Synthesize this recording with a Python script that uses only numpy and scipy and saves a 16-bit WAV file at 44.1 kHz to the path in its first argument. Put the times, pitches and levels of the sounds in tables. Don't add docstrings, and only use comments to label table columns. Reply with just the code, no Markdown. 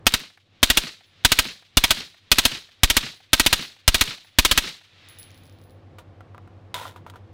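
import sys
import numpy as np
from scipy import signal
from scipy.fft import rfft, irfft, next_fast_len
from scipy.io import wavfile
from scipy.ndimage import minimum_filter1d

SR = 44100
rng = np.random.default_rng(int(sys.argv[2]) if len(sys.argv) > 2 else 0)


def log_audio(samples):
    frames = np.atleast_2d(samples).T
    limited = np.clip(frames, -1, 1)
    pcm = np.round(limited * 32767).astype(np.int16)
    wavfile.write(sys.argv[1], SR, pcm)


N = 323253
TIME = np.arange(N) / SR

# t/s, rounds, cycle/s, first round's gas/dB and wave/dB, later rounds' gas/dB and wave/dB
BURSTS = [(.0668, 2, 0.072, -2, -14, -7.5, -21), (0.6297, 3, .0712, 2, -8, 0.26, -11),
          (1.2485, 3, 0.07, 2, -8.5, 0.5, -14), (1.7709, 3, .0678, 0.7, -2.5, 1.5, -13.5),
          (2.3163, 3, 0.068, 2, -9.5, 1.5, -13), (2.8335, 3, .0669, 2.5, 1, 1.5, -9.5),
          (3.3317, 4, .0654, 1, -12.5, 2, -9.5), (3.8783, 3, .066, 3.5, 2, 2.5, -8.5),
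          (4.3863, 4, .0632, 2, -2.5, 3, -9)]
# delay/s, level/dB
BERM_ECHOES = [(.041, -10), (.064, -6.5), (0.097, -10), (.119, -17.5), (.167, -39)]
# t/s, tick/dB, ring/dB
CASE_LANDINGS = [(1.06, -44, -50.5), (1.51, -38, -34), (2.08, -44, -42), (2.60, -40, -39.5),
                 (3.155, -40, -42), (3.62, -26, -23), (4.24, -40, -39), (5.087, -28.5, -39),
                 (5.187, -33, -34), (5.23, -34, -52), (5.306, -36, -60), (5.467, -43.5, -73)]
# t/s, knock/dB, bright tick/dB, rattle t60/s
KNOCKS = [(5.985, -35.5, -46, .095), (6.207, -33, -56, .025), (6.347, -38, -59, .028),
          (6.38, -34, -65, 0.026), (6.476, -45.5, -64, .04), (6.854, -28.5, -47, .06),
          (6.961, -35.5, -52.5, .11), (7.065, -37, -55, .18), (7.099, -45, -41.5, 0.027),
          (7.138, -42, -64, .09), (7.158, -39, -54, .08)]
# f/Hz, level/dB
MOTOR_TONES = [(92.0, -52), (100.8, -51), (145.3, -62.5), (258.4, -66.5), (328.4, -63.5)]

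# f/Hz, level/dB, t60/s
SUPPRESSOR_MODES = [(253, 10.5, .05)]
BRASS_MODES = [(10720, -3.5, 0.22), (10800, -9.5, .2), (15130, -6.5, .25), (15260, -4.5, .19)]
RIFLE_MODES = [(523, -18, .05), (745, -13, 0.047), (994, -9.5, 0.047), (1201, -5, 0.039), (1350, -7, 0.032),
               (1958, -23, .025)]
CATCH_MODES = [(3290, -25.5, 0.044), (3710, -27, 0.022), (3840, -30, .028)]

# f/Hz, relative level/dB
GAS_COLOUR = [(60, -7.5), (250, -3.5), (450, -12.5), (800, -6), (1500, -2.5), (2600, 0), (3500, 3),
              (5000, -5), (8000, -10.5), (12000, -14.5), (16000, -15.5)]
RECEIVER_COLOUR = [(200, -7.5), (800, -10), (1600, -11), (2800, -8), (3800, 6.5), (5000, -4.5),
                   (8000, -7.5), (15000, -17.5)]
STEEL_COLOUR = [(300, -13), (1500, -5), (2600, -5), (3500, 1), (4800, -9.5), (8000, -13), (15000, -17)]
BODY_COLOUR = [(100, -21.5), (300, -21), (550, -5), (820, -7.5), (985, 7.5), (1130, -15), (1380, -2.5),
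               (1700, -11.5), (3000, -21), (8000, -44.5)]
TREE_COLOUR = [(40, -18), (170, 4), (350, -14), (800, -19.5), (1600, -17.5), (3000, -7), (4000, 7.5),
               (5500, -1), (9000, -16), (15000, -27)]
BRUSH_COLOUR = [(100, -8.5), (300, -6), (900, -12), (2000, -3.5), (3800, 4), (5200, -8), (8000, -16),
                (15000, -30.5)]
FOREST_COLOUR = [(100, 0.5), (300, -7), (900, -7.5), (2000, -1), (3700, 0.5), (5000, -8.5), (7000, -19.5),
                 (10000, -31.5), (15000, -36)]
BERM_COLOUR = [(150, -9.5), (400, -5.5), (750, -13), (1200, -5.5), (1900, -2), (3000, 1.5), (6000, -22.5),
               (14000, -46.5)]
BOOM_COLOUR = [(60, -20), (130, -3), (180, 0.5), (280, -5.5), (500, -22.5), (1500, -50)]
TREE_LINE_COLOUR = [(500, -24.5), (1500, -5), (3300, 2), (5000, -5.5), (9000, -25.5)]
THUD_COLOUR = [(300, -23), (550, -8), (750, -1), (1150, -9.5), (1800, -1.5), (2800, -9), (6000, -31)]
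CASE_TICK_COLOUR = [(800, -30), (2500, -16), (4000, 6), (8000, -7), (12000, -13), (16000, -8)]
AIR_COLOUR = [(15, -43), (25, -22), (76, -12.5), (102, -7), (145, -11), (335, -16.5), (439, -17.5),
              (516, -14), (641, -23), (695, -17), (962, -27.5), (1100, -24), (1290, -28.5), (3720, -39.5),
              (16000, -70.5)]


def muzzle(jet_db=24, jet_t60=.05, push_db=23, push_s=.0024, stretch=2.4, push_t60=.11, ground_s=.00315):
    times, gas_db, wave_db = shots()
    jet = noise(GAS_COLOUR) * envelope(times, gas_db + jet_db, decay(jet_t60))
    age = TIME / push_s
    swing = np.sin(np.pi * np.log(1 + age) / np.log(stretch))
    pulse = swing * (1 - np.exp(-age)) * decay(push_t60)
    wave = signal.fftconvolve(strikes(times, from_db(wave_db + push_db)), pulse)[:N]
    hollow = ringing(times, gas_db + .38 * wave_db, SUPPRESSOR_MODES, spread_db=2.5)
    return wave + hollow + jet + .3 * delayed(jet, ground_s)


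def shots():
    rows = []
    for start, rounds, cycle_s, first_gas_db, first_wave_db, gas_db, wave_db in BURSTS:
        rows.append((start, first_gas_db, first_wave_db))
        rows += [(start + k * cycle_s, gas_db, wave_db) for k in range(1, round(rounds))]
    return np.transpose(rows)


def action(hammer_lead_s=.0091, buffer_s=.025, bolt_s=.055):
    times, gas_db, _ = shots()
    hammer = envelope(times - hammer_lead_s, -41, decay(t60=.04))
    receiver = envelope(times, gas_db - 5, decay(t60=.31))
    buffer = envelope(times + buffer_s, -13, decay(t60=.05))
    bolt = envelope(times + bolt_s, -11, decay(t60=.07))
    clatter = noise(RECEIVER_COLOUR) * (receiver + buffer) + noise(STEEL_COLOUR) * (hammer + bolt)
    return clatter * flutter(.001, depth_db=4)


def woodland(rise_s=.047, forest_rise_s=.5):
    times, gas_db, _ = shots()
    attack = np.minimum(TIME / rise_s, 1)
    trees = noise(TREE_COLOUR) * envelope(times, gas_db - 15, attack ** 2 * decay(t60=.28, hold=.099))
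    brush = noise(BRUSH_COLOUR) * envelope(times, gas_db - 9, attack * decay(t60=.48))
    swell = np.minimum(TIME / forest_rise_s, 1) ** 2.4 * decay(t60=1.4, hold=forest_rise_s)
    forest = noise(FOREST_COLOUR) * envelope(times, gas_db - 48, swell)
    return (trees + brush) * flutter(.0024, depth_db=1.5) + forest


def slapbacks(boom_s=.066, tree_line_s=.26):
    times, gas_db, _ = shots()
    delays, echo_db = np.transpose(BERM_ECHOES)
    taps = envelope(delays, echo_db, decay(t60=.11))
    berms = noise(BERM_COLOUR) * envelope(times, gas_db, taps)
    boom = noise(BOOM_COLOUR) * envelope(times + boom_s, gas_db - 17, decay(t60=.04, hold=.018))
    late_slap = envelope(times + tree_line_s, gas_db - 37, decay(t60=.07, hold=.018))
    return berms + boom + noise(TREE_LINE_COLOUR) * late_slap


def bullet_thuds(round_trip_s=.2355):
    times, _, _ = shots()
    return noise(THUD_COLOUR) * envelope(times + round_trip_s, -31, decay(t60=.045, hold=.003))


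def cases(other_end_s=.01, other_end_db=-5):
    other_end = np.array(CASE_LANDINGS) + [other_end_s, other_end_db, other_end_db]
    times, tick_db, ring_db = np.vstack([CASE_LANDINGS, other_end, skitter()]).T
    ticks = noise(CASE_TICK_COLOUR) * envelope(times, tick_db, decay(t60=.006))
    return ticks + ringing(times, ring_db, BRASS_MODES, spread_db=1)


def skitter(count=11, start_s=5.34, length_s=.4, tick_db=-43, ring_db=-57, fade_db_per_s=20):
    timing, softness = rng.random((count, 2)).T
    age = length_s * (np.arange(count) + timing) / count
    loss_db = fade_db_per_s * age + 6 * (softness - .5)
    return np.transpose([start_s + age, tick_db - loss_db, ring_db - loss_db])


def handling(catch_s, catch_knock_db=-28, catch_crack_db=-24.5, catch_t60=.04, rattle_db=-7):
    body, steel = from_db(rattle_db) * noise(BODY_COLOUR), noise(STEEL_COLOUR)
    blows = list(KNOCKS) + [(catch_s, catch_knock_db, catch_crack_db, catch_t60)]
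    times, levels_db, _, _ = np.transpose(blows)
    sound = ringing(times, levels_db, RIFLE_MODES, spread_db=4)
    sound += ringing([catch_s], 0, CATCH_MODES, spread_db=3)
    for start, knock_db, tick_db, t60 in blows:
        at = int(start * SR)
        rattle = from_db(knock_db) * body[at:] + from_db(tick_db) * steel[at:]
        sound[at:] += rattle * decay(t60)[:N - at]
    return sound


def slide(start_s, length_s=.13, fade_db_per_s=50, hollow_db=-34.5, rasp_db=-38):
    speed = from_db(-fade_db_per_s * TIME) * decay(t60=.27, hold=length_s)
    rubbing = from_db(hollow_db) * noise(BODY_COLOUR) + from_db(rasp_db) * noise(STEEL_COLOUR)
    return rubbing * delayed(speed, start_s) * flutter(.0011, depth_db=2.5)


def motors_and_air(in_step_s=6.664, air_db=-52):
    hum = sum(from_db(db) * np.sqrt(2) * np.cos(2 * np.pi * hz * (TIME - in_step_s))
              for hz, db in MOTOR_TONES)
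    return hum + from_db(air_db) * noise(AIR_COLOUR)


def from_db(db):
    return 10 ** (np.asarray(db) / 20)


def unit_rms(x):
    return x / np.sqrt(np.mean(x ** 2) + 1e-20)


def smooth(x, seconds):
    pole = np.exp(-1 / (seconds * SR))
    for _ in range(2):
        x = signal.lfilter([1 - pole], [1, -pole], x + 1e-18)
    return x


def delayed(x, seconds):
    return np.interp(TIME - seconds, TIME, x, left=0)


def noise(colour):
    hz, db = np.transpose(colour)
    size = next_fast_len(N)
    bin_hz = np.maximum(np.arange(size // 2 + 1) * SR / size, 1)
    gain = from_db(np.interp(np.log(bin_hz), np.log(hz), db))
    return unit_rms(irfft(rfft(rng.standard_normal(size)) * gain, size)[:N])


def flutter(seconds, depth_db):
    wander = unit_rms(smooth(rng.standard_normal(N), seconds))
    return unit_rms(from_db(depth_db * wander))


def strikes(times, gains):
    impulses = np.zeros(N)
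    np.add.at(impulses, np.round(np.asarray(times) * SR).astype(int), gains)
    return impulses


def decay(t60, hold=0):
    return from_db(-np.minimum(60 * np.maximum(TIME - hold, 0) / t60, 200))


def envelope(times, db, shape):
    power = signal.fftconvolve(strikes(times, from_db(db) ** 2), shape ** 2)[:N]
    return np.sqrt(np.maximum(power, 0))


def ringing(times, db, modes, spread_db):
    scatter_db = rng.normal(0, spread_db, (len(times), len(modes)))
    sound = np.zeros(N)
    for k, (hz, mode_db, t60) in enumerate(modes):
        mode = np.sin(2 * np.pi * hz * TIME) * decay(t60)
        sound += signal.fftconvolve(strikes(times, from_db(db + mode_db + scatter_db[:, k])), mode)[:N]
    return sound


def scene(catch_s=6.7423):
    firing = muzzle() + action() + woodland() + slapbacks() + bullet_thuds() + cases()
    return (firing + handling(catch_s) + slide(catch_s) + motors_and_air())[None]


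def record(dry, clip_db=17, threshold_db=-5, hold_s=.24, release_s=.31, squeeze_db=40, squeeze_s=.019):
    ceiling = from_db(clip_db)
    clipped = np.clip(dry[0], -ceiling, ceiling)
    over_db = np.maximum(20 * np.log10(np.abs(clipped) + 1e-9) - threshold_db, 1e-6)
    half_hold = int(hold_s * SR / 2)
    held_db = -minimum_filter1d(-over_db, 2 * half_hold + 1, origin=half_hold, mode="nearest")
    release = TIME / release_s
    duck_db = np.exp(np.maximum.accumulate(np.log(held_db) + release) - release)
    duck_db += squeeze_db * smooth((clipped / ceiling) ** 2, squeeze_s)
    lowpass = signal.firwin(161, cutoff=15900, fs=SR)
    return signal.fftconvolve(clipped * from_db(-duck_db), lowpass, "same")[None]


dry = scene()
out = record(dry)
log_audio(out)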